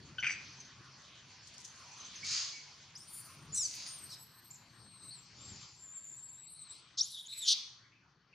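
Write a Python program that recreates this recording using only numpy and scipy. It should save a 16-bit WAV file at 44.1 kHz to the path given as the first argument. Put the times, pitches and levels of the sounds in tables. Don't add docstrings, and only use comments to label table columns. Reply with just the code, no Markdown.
import sys
import numpy as np
from scipy import signal
from scipy.fft import rfft, irfft, next_fast_len
from scipy.io import wavfile
from scipy.ndimage import map_coordinates

SR = 44100
rng = np.random.default_rng(int(sys.argv[2]) if len(sys.argv) > 2 else 0)


def attenuation_scalar(level_db):
    decades = np.asarray(level_db, float) / 20
    return 10 ** decades


def log_audio(samples):
    frames = np.atleast_2d(samples).T
    limited = np.clip(frames, -1, 1)
    pcm = np.round(limited * 32767).astype(np.int16)
    wavfile.write(sys.argv[1], SR, pcm)


N = 368171
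T = np.arange(N) / SR

# start_s, length_s, first_hz, last_hz, peak_db
NOTES = [
    (0.183, 0.031, 1524, 1477, -37),
    (0.266, .032, 2600, 2080, -32),
    (2.229, .014, 2200, 2300, -45),
    (2.53, 0.12, 2260, 2170, -62),
    (3.004, 0.061, 5250, 5750, -56),
    (.244, .03, 1600, 1380, -41),
]
# frequency_hz, level_db
NOTE_THROAT = [(1000, -10), (1500, 10), (3000, 12), (4500, -7.5), (6000, -23), (7500, -38), (9000, -46),
               (12000, -65)]
# start_s, rise_s, hold_s, fall_s, peak_db
RASP = [
    (3.07, 0.028, 0.15, 0.12, -54.5),
    (7.03, .03, 0.15, .16, -66),
]
# centre_hz, width_hz, level_db
RASP_THROAT = [(7300, 900, -10), (9300, 800, 0), (10600, 600, -3), (12300, 700, -12), (13700, 900, -7)]
# centre_hz, width_hz, level_db
SHRIEK_THROAT = [(3500, 700, 0), (4450, 800, -1), (5800, 900, -1), (8600, 1400, -20), (12000, 2000, -34)]
# frequency_hz, level_db
CRY_THROAT = [(1500, -55), (3100, -38), (3550, -4), (4500, -4), (5700, 0), (6800, -8), (7800, -28),
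              (10500, -46), (12500, -68), (16000, -75)]


def unit(x):
    return x / np.sqrt(np.mean(np.abs(x) ** 2))


def walk(rate_hz, count=N):
    size = next_fast_len(count)
    bell = np.exp(-(np.fft.rfftfreq(size, 1 / SR) / rate_hz) ** 2)
    return unit(irfft(rfft(rng.standard_normal(size)) * bell, size)[:count])


def gain(points, hz):
    f, db = np.transpose(points)
    return attenuation_scalar(np.interp(np.log(hz + 1), np.log(f), db))


def dull(x, top_hz):
    return signal.sosfilt(signal.butter(6, top_hz, fs=SR, output="sos"), x)


def span(table):
    s, *columns = np.transpose(table)
    at = slice(max(int(s[0] * SR), 0), min(int(s[-1] * SR), N))
    edge = np.clip(np.minimum(T[at] - s[0], s[-1] - T[at]) / 0.0015, 0, 1)
    return at, [np.interp(T[at], s, c) for c in columns], edge


def glide(row, rough, peak_at, start_db, end_db):
    s, length, first_hz, last_hz, db = row
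    shape = [(0, start_db, 1.5), (np.clip(peak_at, .05, .95), 0, 1), (1, end_db, 1.5)]
    return [(s + a * length, first_hz + a * (last_hz - first_hz), db + drop, rough * r)
            for a, drop, r in shape]


def burst(row, start_db, sag_db, end_db):
    s, rise, hold, fall, db = row
    return list(zip(s + np.cumsum([0, rise, hold, fall]), db + np.array([start_db, 0, sag_db, end_db])))


def partials(hz, shares, smear, wobble):
    n = len(hz)
    hz = hz * (1 + wobble * walk(28, count=n) + .9 * wobble * walk(110, count=n))
    phase = 2 * np.pi * np.cumsum(hz) / SR
    for k, share in enumerate(np.clip(shares, 0, 1), start=1):
        width_hz = max(smear * np.sqrt(k - 1) * 2, .09) * np.mean(hz)
        flutter = (walk(width_hz, count=n) + 1j * walk(width_hz, count=n)) / np.sqrt(2)
        line = np.sqrt(1 - share) + np.sqrt(share) * flutter
        tone = line * np.exp(1j * (k * phase + k ** 2))
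        yield k * hz, np.sqrt(2) * tone.imag * (k * hz < .45 * SR)


def call(table, throat, wobble, voice_db=np.zeros(12)):
    out, (at, (hz, db, rough), edge) = np.zeros(N), span(table)
    stack = partials(hz, np.tile(rough, (len(voice_db), 1)), 0.16, wobble)
    lines = [(attenuation_scalar(v) * gain(throat, f), tone) for v, (f, tone) in zip(voice_db, stack)]
    voice = sum(g * tone for g, tone in lines)
    out[at] = edge * attenuation_scalar(db) * voice / np.sqrt(sum(g ** 2 for g, _ in lines))
    return out


def note(row):
    table = glide(row, rough=0.21, peak_at=0.25, start_db=0.5, end_db=-15)
    return call(table, NOTE_THROAT, 0.0049)


def whine(table, smear, fourth_db, falter_db, rough, third_db, ceiling_db, wobble):
    out, (at, (hz, db, closure), edge) = np.zeros(N), span(table)
    n = len(hz)
    first_db = -33 + 48.5 * closure
    rough = rough + 0.13 * closure
    rough = rough + .3 * np.maximum(walk(9, count=n), 0)
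    third_db = np.minimum(third_db - db, ceiling_db)
    shares = np.array([.8 + rough / 4, rough, .7 + rough, .6 + rough])
    first, second, third, fourth = (tone for _, tone in partials(hz, shares, smear, wobble))
    third = attenuation_scalar(3.5 * walk(9, count=n)) * dull(third, 12000)
    fourth = attenuation_scalar(3.5 * walk(9, count=n)) * attenuation_scalar(fourth_db) * fourth / (1 + (hz / 3680) ** 80)
    stack = attenuation_scalar(first_db) * first + second + attenuation_scalar(third_db) * (third + fourth)
    out[at] = edge * attenuation_scalar(db + falter_db * walk(30, count=n)) * stack
    return out


def ragged(table, throat, rate_hz, breath):
    out, (at, (db,), edge) = np.zeros(N), span(table)
    n = len(db)
    chance = rng.standard_normal((n // 20, 2))
    when = np.cumsum(SR / rate_hz * np.exp(.4 * chance[:, 0])).astype(int)
    pulses = np.zeros(n)
    pulses[when[when < n]] = attenuation_scalar(5.7 * chance[when < n, 1])
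    source = unit(pulses) + breath * rng.standard_normal(n)
    f = np.fft.rfftfreq(n, 1 / SR)
    colour = sum((-1) ** k * attenuation_scalar(g) / (1 + 1j * (f - hz) / width) ** 3
                 for k, (hz, width, g) in enumerate(throat))
    colour = colour / (1 + (.8 * throat[0][0] / (f + 1)) ** 12)
    out[at] = edge * attenuation_scalar(db) * unit(irfft(rfft(source) * colour, n))
    return out


def bursts(events, source, rise_s, fall_s):
    envelope = sum(attenuation_scalar(db) * np.exp(-np.abs(T - s) / np.where(T < s, rise_s, fall_s)) for s, db in events)
    return envelope * source


def hiss(outline, alike, flicker_db, rate_hz, grain_db=0.):
    size = next_fast_len(N)
    f, out = np.fft.rfftfreq(size, 1 / SR), 0
    noise = rng.standard_normal((2, N)) * attenuation_scalar(grain_db * rng.exponential(size=N))
    pair = np.sqrt(alike) * noise[0] + np.sqrt(1 - alike) * np.array([noise[1], -noise[1]])
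    shaped = rfft(pair, size) * gain(outline, f) * (f > outline[0][0]) * (f < outline[-1][0])
    band = np.floor(2 * np.log2(f + 1))
    for b in np.unique(band[np.abs(shaped[0]) > 0]):
        out = out + irfft(shaped * (band == b), size)[:, :N] * attenuation_scalar(flicker_db * walk(rate_hz))
    return unit(out)


def trunks(x, t60_s):
    t = np.arange(int(.9 * SR)) / SR
    noise = rng.standard_normal((3, len(t)))
    fade = np.exp(-np.log(1000) * t / t60_s) * (1 - np.exp(-t / 0.0014))
    tail = (noise[0] + noise[1:]) * fade
    tail = signal.lfilter(*signal.butter(3, 6800, fs=SR), tail)
    return signal.fftconvolve(x[None], unit(tail) / np.sqrt(len(t)), axes=1)[:, :N]


def place(x, pan_db):
    return x * attenuation_scalar(np.array([[.5], [-.5]]) * pan_db)


def aside(pair, lead_s):
    late = map_coordinates(pair[1], [(T - lead_s) * SR], mode="mirror")
    return np.array([pair[0], late])


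def background():
    # time_s, level_db
    stir = [(0.0, -64), (0.45, -57), (0.76, -61.5), (1.72, -59.5), (2.42, -49), (2.6, -57), (2.93, -65),
            (3.7, -60), (3.77, -57.5), (3.86, -56.5), (4.3, -69), (5.1, -69), (5.55, -56.5), (5.8, -72),
            (6.55, -75), (6.73, -63), (6.92, -65.5), (7.16, -76), (7.53, -48.5), (7.9, -76.5), (8.1, -80)]
    # time_s, turn (0-1)
    swing = [
        (3.5, 0.02),
        (4.4, 0.07),
        (5.55, 0.67),
        (5.7, 0.33),
        (7.05, 0.71),
        (7.15, 1),
        (8.35, 0.73),
    ]
    stir_db, turn = (np.interp(T, *np.transpose(table)) for table in (stir, swing))
    near_ground = troop_murmur(stir_db, turn) + leaf_litter(stir_db) + feet_rustle()
    near_ground = near_ground + insect() + leaf_crunch()
    return traffic(turn) + place(near_ground, 4 * np.minimum(turn / .25, 1))


def traffic(turn):
    # frequency_hz, density_db
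    hum = [(15, -65.5), (25, -30), (124, -0.5), (145, -3), (208, -11), (279, -13), (349, -15), (487, -23.5),
           (545, -22.5), (700, -27), (910, -21), (1540, -120)]
    # time_s, peak_db, rise_s, fall_s
    surges = [
        (.08, -57.5, 0.33, 0.38),
        (.81, -60, 0.013, 0.004),
        (2.32, -59.5, 0.093, 0.03),
        (3.51, -53, 0.079, 0.04),
        (3.86, -67, 0.18, 0.027),
        (4.04, -66, 0.053, .07),
        (4.86, -61.5, 0.12, 0.038),
        (5.07, -62.5, 0.058, 0.036),
        (5.55, -52.5, 0.12, 0.042),
    ]
    road = attenuation_scalar(-67 - 7.5 * turn)
    road = road + sum(bursts([(s, db)], 0.77, rise, fall) for s, db, rise, fall in surges)
    return place(road * hiss(hum, .997, 2.0, 18), 2.4)


def troop_murmur(stir_db, turn):
    # frequency_hz, density_db
    murmur = [(240, -36), (400, -16), (547, -12.5), (922, -7), (1040, -1.5), (1650, -6), (1800, -6.5),
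              (3100, -12), (3800, -29), (4500, -2), (5200, -33), (7040, -120)]
    level_db = -63 - 6 * turn + 0.36 * (stir_db + 61)
    return attenuation_scalar(level_db) * hiss(murmur, .93, 3.2, 9)


def leaf_litter(stir_db):
    # frequency_hz, density_db
    leaf_hiss = [(1470, -21.5), (2500, -3.5), (2680, -7), (3200, -2.5), (3750, -3.5), (4500, -2),
                 (5640, -2.5), (6260, -5.5), (7000, -16.5), (9100, -50), (15400, -120)]
    return attenuation_scalar(stir_db) * hiss(leaf_hiss, .85, 2.2, 9)


def feet_rustle():
    # frequency_hz, density_db
    leaf_top = [(4000, -26.5), (6800, 0), (7790, -13), (10700, -22), (12200, -33), (13200, -45),
                (14000, -46.5)]
    arrive_s, rise_s, stay_s, fade_db_s = 1.41, 0.14, 0.55, 8.5
    feet_db = np.interp(T, [arrive_s, arrive_s + rise_s], [-71, -62.5])
    feet_db = feet_db - fade_db_s * np.maximum(T - arrive_s - rise_s - stay_s, 0)
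    return attenuation_scalar(feet_db) * hiss(leaf_top, 0.32, 3.0, 15, grain_db=3.0)


def barker():
    # start_s, rise_s, hold_s, fall_s, peak_db
    barks = [
        (.225, 0.002, 0.021, 0.12, -36.5),
        (.238, 0.015, 0.053, 0.057, -47),
    ]
    # centre_hz, width_hz, level_db
    body_throat = [(1550, 380, -4), (2450, 600, 0), (4650, 500, -20), (6000, 600, -20), (7700, 500, -30)]
    top_throat = [(4750, 350, -3), (6000, 450, 0), (7700, 500, -14)]
    # time_s, peak_db
    claps = [
        (.228, -25),
        (.2365, -21),
        (.241, -27),
        (.247, -22.5),
        (.27, -25),
        (.298, -23),
        (.308, -22),
        (.311, -31),
    ]
    bark = note(NOTES[0]) + note(NOTES[1]) + note(NOTES[5])
    bark = bark + dull(ragged(burst(barks[0], -14, 0.92, -21), body_throat, 300, 0.48), 7600)
    bark = bark + attenuation_scalar(5.9 * walk(40)) * ragged(burst(barks[1], -7, -2.2, -14), top_throat, 300, 1.6)
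    return bark + bursts(claps, np.sin(2 * np.pi * 2200 * T), 0.00054, 0.00069)


def chirper():
    # start_s, length_s, first_hz, last_hz, peak_db
    whistles = [
        (0.198, 0.018, 5940, 6100, -46),
        (2.952, 0.027, 4650, 6910, -46),
    ]
    # time_s, pitch_hz, level_db, roughness (0-1)
    lead_in = [(3.523, 7250, -50.5, 0), (3.535, 6840, -43.5, 0.1), (3.545, 7250, -36, 0),
               (3.55, 7730, -37, 0.2), (3.56, 8550, -43, .5)]
    big_chirp = [(3.546, 1980, -42.5, .6), (3.558, 2090, -37.5, .55), (3.582, 2010, -31.5, .5),
                 (3.587, 1974, -33.5, 0), (3.65, 1530, -37.5, 0), (3.66, 1480, -32.5, 0.07),
                 (3.667, 1450, -38, 0), (3.67, 1380, -52, .05), (3.684, 1320, -55, .1)]
    yelp = [(4.093, 1695, -56, 0.25), (4.108, 1530, -52, 0.25), (4.122, 1354, -50, .15),
            (4.14, 1284, -47, 0.4), (4.153, 1230, -56, 0.54)]
    arch = [(4.503, 1695, -60, 0.045), (4.512, 1790, -47, 0.018), (4.525, 1860, -63, .4),
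            (4.54, 1860, -55, 0.4), (4.56, 1760, -54, 0.27), (4.574, 1666, -76, .2)]
    # frequency_hz, level_db
    whistle_throat = [(4000, 4.5), (8500, 7), (10000, -16), (13000, -41.5), (16000, -59)]
    chirp_throat = [(1500, -50), (3200, -30), (4000, -12), (4700, -5), (5900, 0), (7500, -1), (9500, -6),
                    (11500, -18), (13000, -40), (16000, -60)]
    yelp_throat = [(2000, -50), (3300, -30), (3900, -2), (5300, 2), (6100, -4), (6800, -18), (7800, -8),
                   (9200, -8), (10200, -30), (12000, -60)]
    chirp_voice = [-22, -6, -2.5, 0.5, -9, -14.5, -15, -31]
    arch_voice = [-40, -24, -15, 0, -30]
    pure = [glide(row, rough=0.088, peak_at=0.37, start_db=-3.5, end_db=-10.0) for row in whistles]
    out = sum(call(table, whistle_throat, 0.0019) for table in pure + [lead_in])
    out = out + call(big_chirp, chirp_throat, 0.0024, chirp_voice)
    breath = burst((3.542, .012, .04, .1, -57), -11, -1.5, -20)
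    out = out + ragged(breath, RASP_THROAT, 600, 2.5)
    return out + call(yelp, yelp_throat, 0.0041) + call(arch, chirp_throat, 0.0061, arch_voice)


def insect():
    # time_s, peak_db
    ticks = [(0.4469, -57.5), (0.4953, -62), (0.5282, -60), (0.5771, -62), (0.6025, -51.5), (0.6519, -58),
             (0.6794, -71), (1.6492, -52.5), (1.6994, -58), (1.8644, -60), (1.919, -56), (1.9714, -53.5),
             (2.0023, -50), (2.0502, -49.5), (2.1585, -46.5), (2.1994, -73)]
    ring = np.sin(2 * np.pi * 6200 * T) * walk(300) + np.cos(2 * np.pi * 6200 * T) * walk(400)
    return bursts(ticks, ring, 0.0031, 0.021)


def leaf_crunch():
    # time_s, peak_db
    steps = [
        (1.4521, -73),
        (1.4744, -55.5),
        (1.5419, -60),
        (1.5808, -62),
        (1.6057, -54.5),
        (1.6487, -52),
        (.604, -66),
        (2.24, -53),
        (2.3076, -48),
    ]
    crackle_outline = [(2500, -12), (6000, 10.5), (9000, -3.0), (14500, -29)]
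    crackle = hiss(crackle_outline, 0.63, 0.67, 16, grain_db=4.0)
    return bursts(steps, attenuation_scalar(4.0) * crackle, 0.0036, 0.018)


def far_screechers():
    # start_s, rise_s, hold_s, fall_s, peak_db
    screeches = [
        (2.237, 0.01, 0.092, 0.48, -44.5),
        (3.68, 0.039, 0.17, 0.03, -51.5),
        (5.302, 0.31, .02, .2, -61),
    ]
    # centre_hz, width_hz, level_db
    screech_throat = [(1290, 2100, -15.5), (2530, 1060, -8), (4730, 1030, 5), (6440, 880, 3.5),
                      (8360, 2200, -18), (12700, 1000, -38)]
    nearer = ragged(burst(screeches[0], -33, 7.3, -41.5), screech_throat, 500, 3.1)
    distant = sum(ragged(burst(row, -8.0, -0.48, -16.0), screech_throat, 500, 0.97) for row in screeches[1:])
    return note(NOTES[2]) + note(NOTES[3]) + dull(nearer, 10700) + dull(dull(distant, 8700), 8300)


def infant_whine():
    # time_s, pitch_hz, level_db, mouth_closure (0-1)
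    start = [(2.975, 3723, -61.5, 0), (2.999, 4360, -59.5, 0.2), (3.01, 4550, -59, 0.2),
             (3.069, 4500, -63.5, 0.3), (3.085, 4640, -58, 0.36), (3.19, 4680, -56, 0.45),
             (3.281, 4660, -69.5, 0.68), (3.398, 4580, -73, 0.4), (3.42, 4440, -67.5, 0.1),
             (3.56, 4600, -82.5, .4)]
    sinking = [(3.56, 4700, -70, 0.61), (3.68, 4620, -62, 0.41), (3.766, 4530, -63, 0.37),
               (3.835, 4820, -70, 0.36), (3.894, 4490, -52, .3), (3.92, 4270, -51, .2),
               (3.958, 4650, -50, .2), (3.976, 4300, -58, .1), (4.015, 4215, -53, 0.054),
               (4.04, 4240, -51.5, .1), (4.052, 4310, -57, 0.43), (4.08, 4320, -59, 0.63),
               (4.165, 4200, -68, 0.73), (4.185, 3970, -57, 0.36), (4.235, 3950, -62, 0.33),
               (4.25, 3950, -71, 0.56), (4.29, 4040, -78, 0.72), (4.332, 4150, -75, 0.71),
               (4.49, 4140, -70, 0.58), (4.65, 4060, -93, 1)]
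    swell = [(4.65, 4220, -90, 0.96), (4.756, 4130, -70.5, 0.62), (4.868, 4240, -63.5, 0.64),
             (4.994, 4170, -61, 0.57), (5.095, 4040, -51.5, 0.47), (5.112, 4410, -63.5, 0.93),
             (5.15, 4180, -56, 0.61), (5.185, 3750, -55, 0.27), (5.27, 3870, -87, .4)]
    short = [(5.36, 3510, -75, .5), (5.4, 3580, -60.5, 0.52), (5.43, 3710, -58, 0.38),
             (5.512, 3660, -55, .2), (5.538, 3470, -57, 0.18), (5.608, 3614, -58, 0.18),
             (5.68, 3680, -72, .4)]
    rising = [(5.68, 3660, -64, .35), (5.73, 3510, -66, .4), (5.784, 3730, -65, .35),
              (5.812, 3670, -54.5, 0.11), (5.85, 3670, -55, .1), (5.9, 3600, -54, 0.081),
              (5.934, 3630, -50, .02), (5.953, 3740, -47.5, .02), (5.975, 3650, -49, 0.018),
              (6.0, 3660, -55, .06), (6.035, 3700, -53, .06), (6.07, 3570, -56, 0.077),
              (6.114, 3700, -52.5, .08), (6.14, 3550, -49, 0.084), (6.162, 3580, -51.5, .1),
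              (6.178, 3880, -53, 0.11), (6.208, 3680, -52, .1), (6.235, 3750, -51, .1),
              (6.265, 3930, -49, 0.032), (6.3, 3650, -52, 0.11), (6.326, 3870, -56, .12),
              (6.345, 3690, -52.5, 0.14), (6.37, 3770, -56.5, 0.39), (6.41, 3890, -54.5, 0.32),
              (6.45, 3840, -54.5, 0.34), (6.472, 3930, -53.5, .4), (6.492, 4190, -60.5, 0.66),
              (6.51, 4260, -60.5, .4), (6.53, 4040, -52, 0.33), (6.582, 4260, -61, 0.63),
              (6.622, 3990, -51, 0.36), (6.664, 4240, -61.5, 0.74), (6.69, 3880, -63, 0.53),
              (6.71, 3900, -50.5, 0.41), (6.735, 4080, -57, 0.62), (6.756, 4040, -61, .7),
              (6.782, 4470, -68, 0.73), (6.8, 4380, -69, 0.8), (6.82, 4300, -86, 0.85)]
    out = whine(start, 0.12, -10, 2.1, rough=0.41, third_db=-72.5, ceiling_db=0.5, wobble=0.0089)
    out = out + whine(sinking, .06, -2, 2.8, rough=0.085, third_db=-63.5, ceiling_db=4.5, wobble=0.006)
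    out = out + whine(swell, 0.046, -4, 1.5, rough=-0.13, third_db=-71, ceiling_db=-22, wobble=0.01)
    out = out + whine(short, 0.025, -16, 2.7, rough=0.056, third_db=-90.5, ceiling_db=-22, wobble=0.0082)
    out = out + whine(rising, 0.048, -2, 2.36, rough=0.1, third_db=-78, ceiling_db=-25, wobble=0.0069)
    rasp = dull(ragged(burst(RASP[0], -14, -1.9, -17.5), RASP_THROAT, 560, 2.5), 14300)
    return out + attenuation_scalar(3.5 * walk(25)) * rasp


def breath_strands():
    # start_s, length_s, first_hz, last_hz, peak_db
    strands = [
        (7.012, 0.075, 7900, 12000, -59),
        (7.1, .07, 10200, 10600, -59),
        (7.14, .07, 8160, 12060, -68.5),
        (7.28, 0.058, 7200, 11200, -65.5),
        (7.5, 0.12, 14300, 14700, -74),
        (7.27, .06, 13200, 13400, -77.5),
        (5.16, .1, 15600, 13400, -84),
        (4.6, 0.26, 10800, 12200, -84),
        (6.5, 0.11, 11700, 8100, -61),
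    ]
    tables = [glide(row, rough=0.98, peak_at=0.72, start_db=-4, end_db=-9) for row in strands]
    return sum(call(table, CRY_THROAT, 0.016, [0]) for table in tables)


def infant_cry():
    # time_s, pitch_hz, level_db, roughness (0-1)
    cry = [(6.971, 950, -56, .3), (6.977, 1125, -41, .1), (6.982, 1345, -36, .08), (6.987, 1740, -32, .05),
           (6.992, 2150, -32, .05), (6.996, 2550, -30, .05), (6.999, 2850, -33, .1), (7.001, 3000, -50, .1)]
    # time_s, pitch_hz, level_db, mouth_closure (0-1)
    sobs = [
        [(7.05, 3526, -56, 0.51), (7.1, 3675, -65.5, 0.7), (7.128, 3817, -62.5, 0.95),
         (7.2, 3560, -66.5, 1.035), (7.25, 3430, -72.5, 0.98), (7.275, 3440, -49, 0.55)],
        [(7.28, 3840, -66.5, 1), (7.33, 3920, -57, 0.87), (7.365, 3840, -57, 0.67), (7.39, 3887, -47.5, 0.4),
         (7.415, 3910, -49.5, 0.75), (7.448, 3490, -49, 0.76), (7.47, 3350, -47, 0.82),
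         (7.485, 3490, -64.5, 0.83)],
    ]
    # start_s, rise_s, hold_s, fall_s, peak_db
    shriek = [
        (7.45, 0.034, 0.048, 0.01, -25),
    ]
    out = call(cry, CRY_THROAT, 0.0052)
    leap_breath = burst((7.016, .01, .04, .15, -49), -9.0, -2.5, -12.0)
    out = out + ragged(leap_breath, SHRIEK_THROAT, 700, 3.0)
    rasp = ragged(burst(RASP[1], -1.2, -1.6, -17.0), RASP_THROAT, 600, 2.5)
    out = out + attenuation_scalar(6.7 * walk(17.6)) * dull(dull(rasp, 13000), 13000)
    out = out + whine(sobs[0], 0.063, -36.5, 2.66, rough=0.92, third_db=-68.0, ceiling_db=-6.0, wobble=0.025)
    out = out + whine(sobs[1], 0.12, -25.5, 3.0, rough=0.075, third_db=-58.5, ceiling_db=-11.0, wobble=0.01)
    return out + dull(ragged(burst(shriek[0], -25.5, -1.5, -22.5), SHRIEK_THROAT, 700, 1.95), 12900)


def whistle_leap():
    # time_s, pitch_hz, level_db, roughness (0-1)
    leap = [(6.998, 3480, -39, 0), (7.004, 3710, -30, 0.1), (7.007, 4560, -32, .05),
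            (7.012, 5650, -24.5, 0.2), (7.018, 5660, -25.5, 0.04), (7.022, 5830, -41.5, 0.5),
            (7.032, 6250, -35.5, 0.4), (7.042, 6770, -40.5, .5), (7.062, 7260, -51, .7)]
    return call(leap, CRY_THROAT, .008, [0, 3])


def far_yaps():
    # start_s, length_s, first_hz, last_hz, peak_db
    yaps = [
        (7.826, 0.032, 1700, 2200, -69),
        (7.92, 0.033, 2350, 2400, -71),
        (8.015, .05, 1380, 1250, -78),
        (8.327, 0.022, 2700, 2200, -67),
        (7.325, .05, 2700, 2700, -64),
    ]
    # start_s, length_s, first_hz, last_hz, peak_db
    peep = (7.78, 0.1, 3478, 3418, -78)
    tables = [glide(row, rough=0.96, peak_at=.3, start_db=3, end_db=-6.0) for row in yaps]
    out = sum(call(table, NOTE_THROAT, 0.066, [0, -22]) for table in tables)
    peep_table = glide(peep, rough=0.33, peak_at=0.53, start_db=-8, end_db=-11)
    return out + call(peep_table, NOTE_THROAT, 0.0041, [0])


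def scene():
    ground = background()
    bark, chirps, far = barker(), chirper(), far_screechers()
    infant, high_note = infant_whine(), note(NOTES[4])
    cry = infant_cry() + breath_strands()
    leap, yaps = whistle_leap(), far_yaps()
    direct = aside(place(bark, 2.7), 3.2e-5) + aside(place(chirps, 1.3), -9e-6) + place(far, .4)
    direct = direct + aside(place(infant + high_note, 3.5), 7e-6)
    direct = direct + aside(place(cry + leap, 1.3), 7e-6) + place(yaps, 5.7)
    echo = attenuation_scalar(-11.5) * bark + attenuation_scalar(-8.5) * chirps + attenuation_scalar(-2.0) * far + attenuation_scalar(-9.5) * infant
    echo = echo + attenuation_scalar(-13.5) * cry + attenuation_scalar(-25) * leap + attenuation_scalar(1) * yaps
    return direct + trunks(echo, 0.54) + ground


def roll_off(x):
    return signal.sosfilt(signal.butter(12, 15620, fs=SR, output="sos"), x)


def record(dry):
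    mix = dull(dry, 15700)
    return roll_off(mix)


dry = scene()
out = record(dry)
log_audio(out)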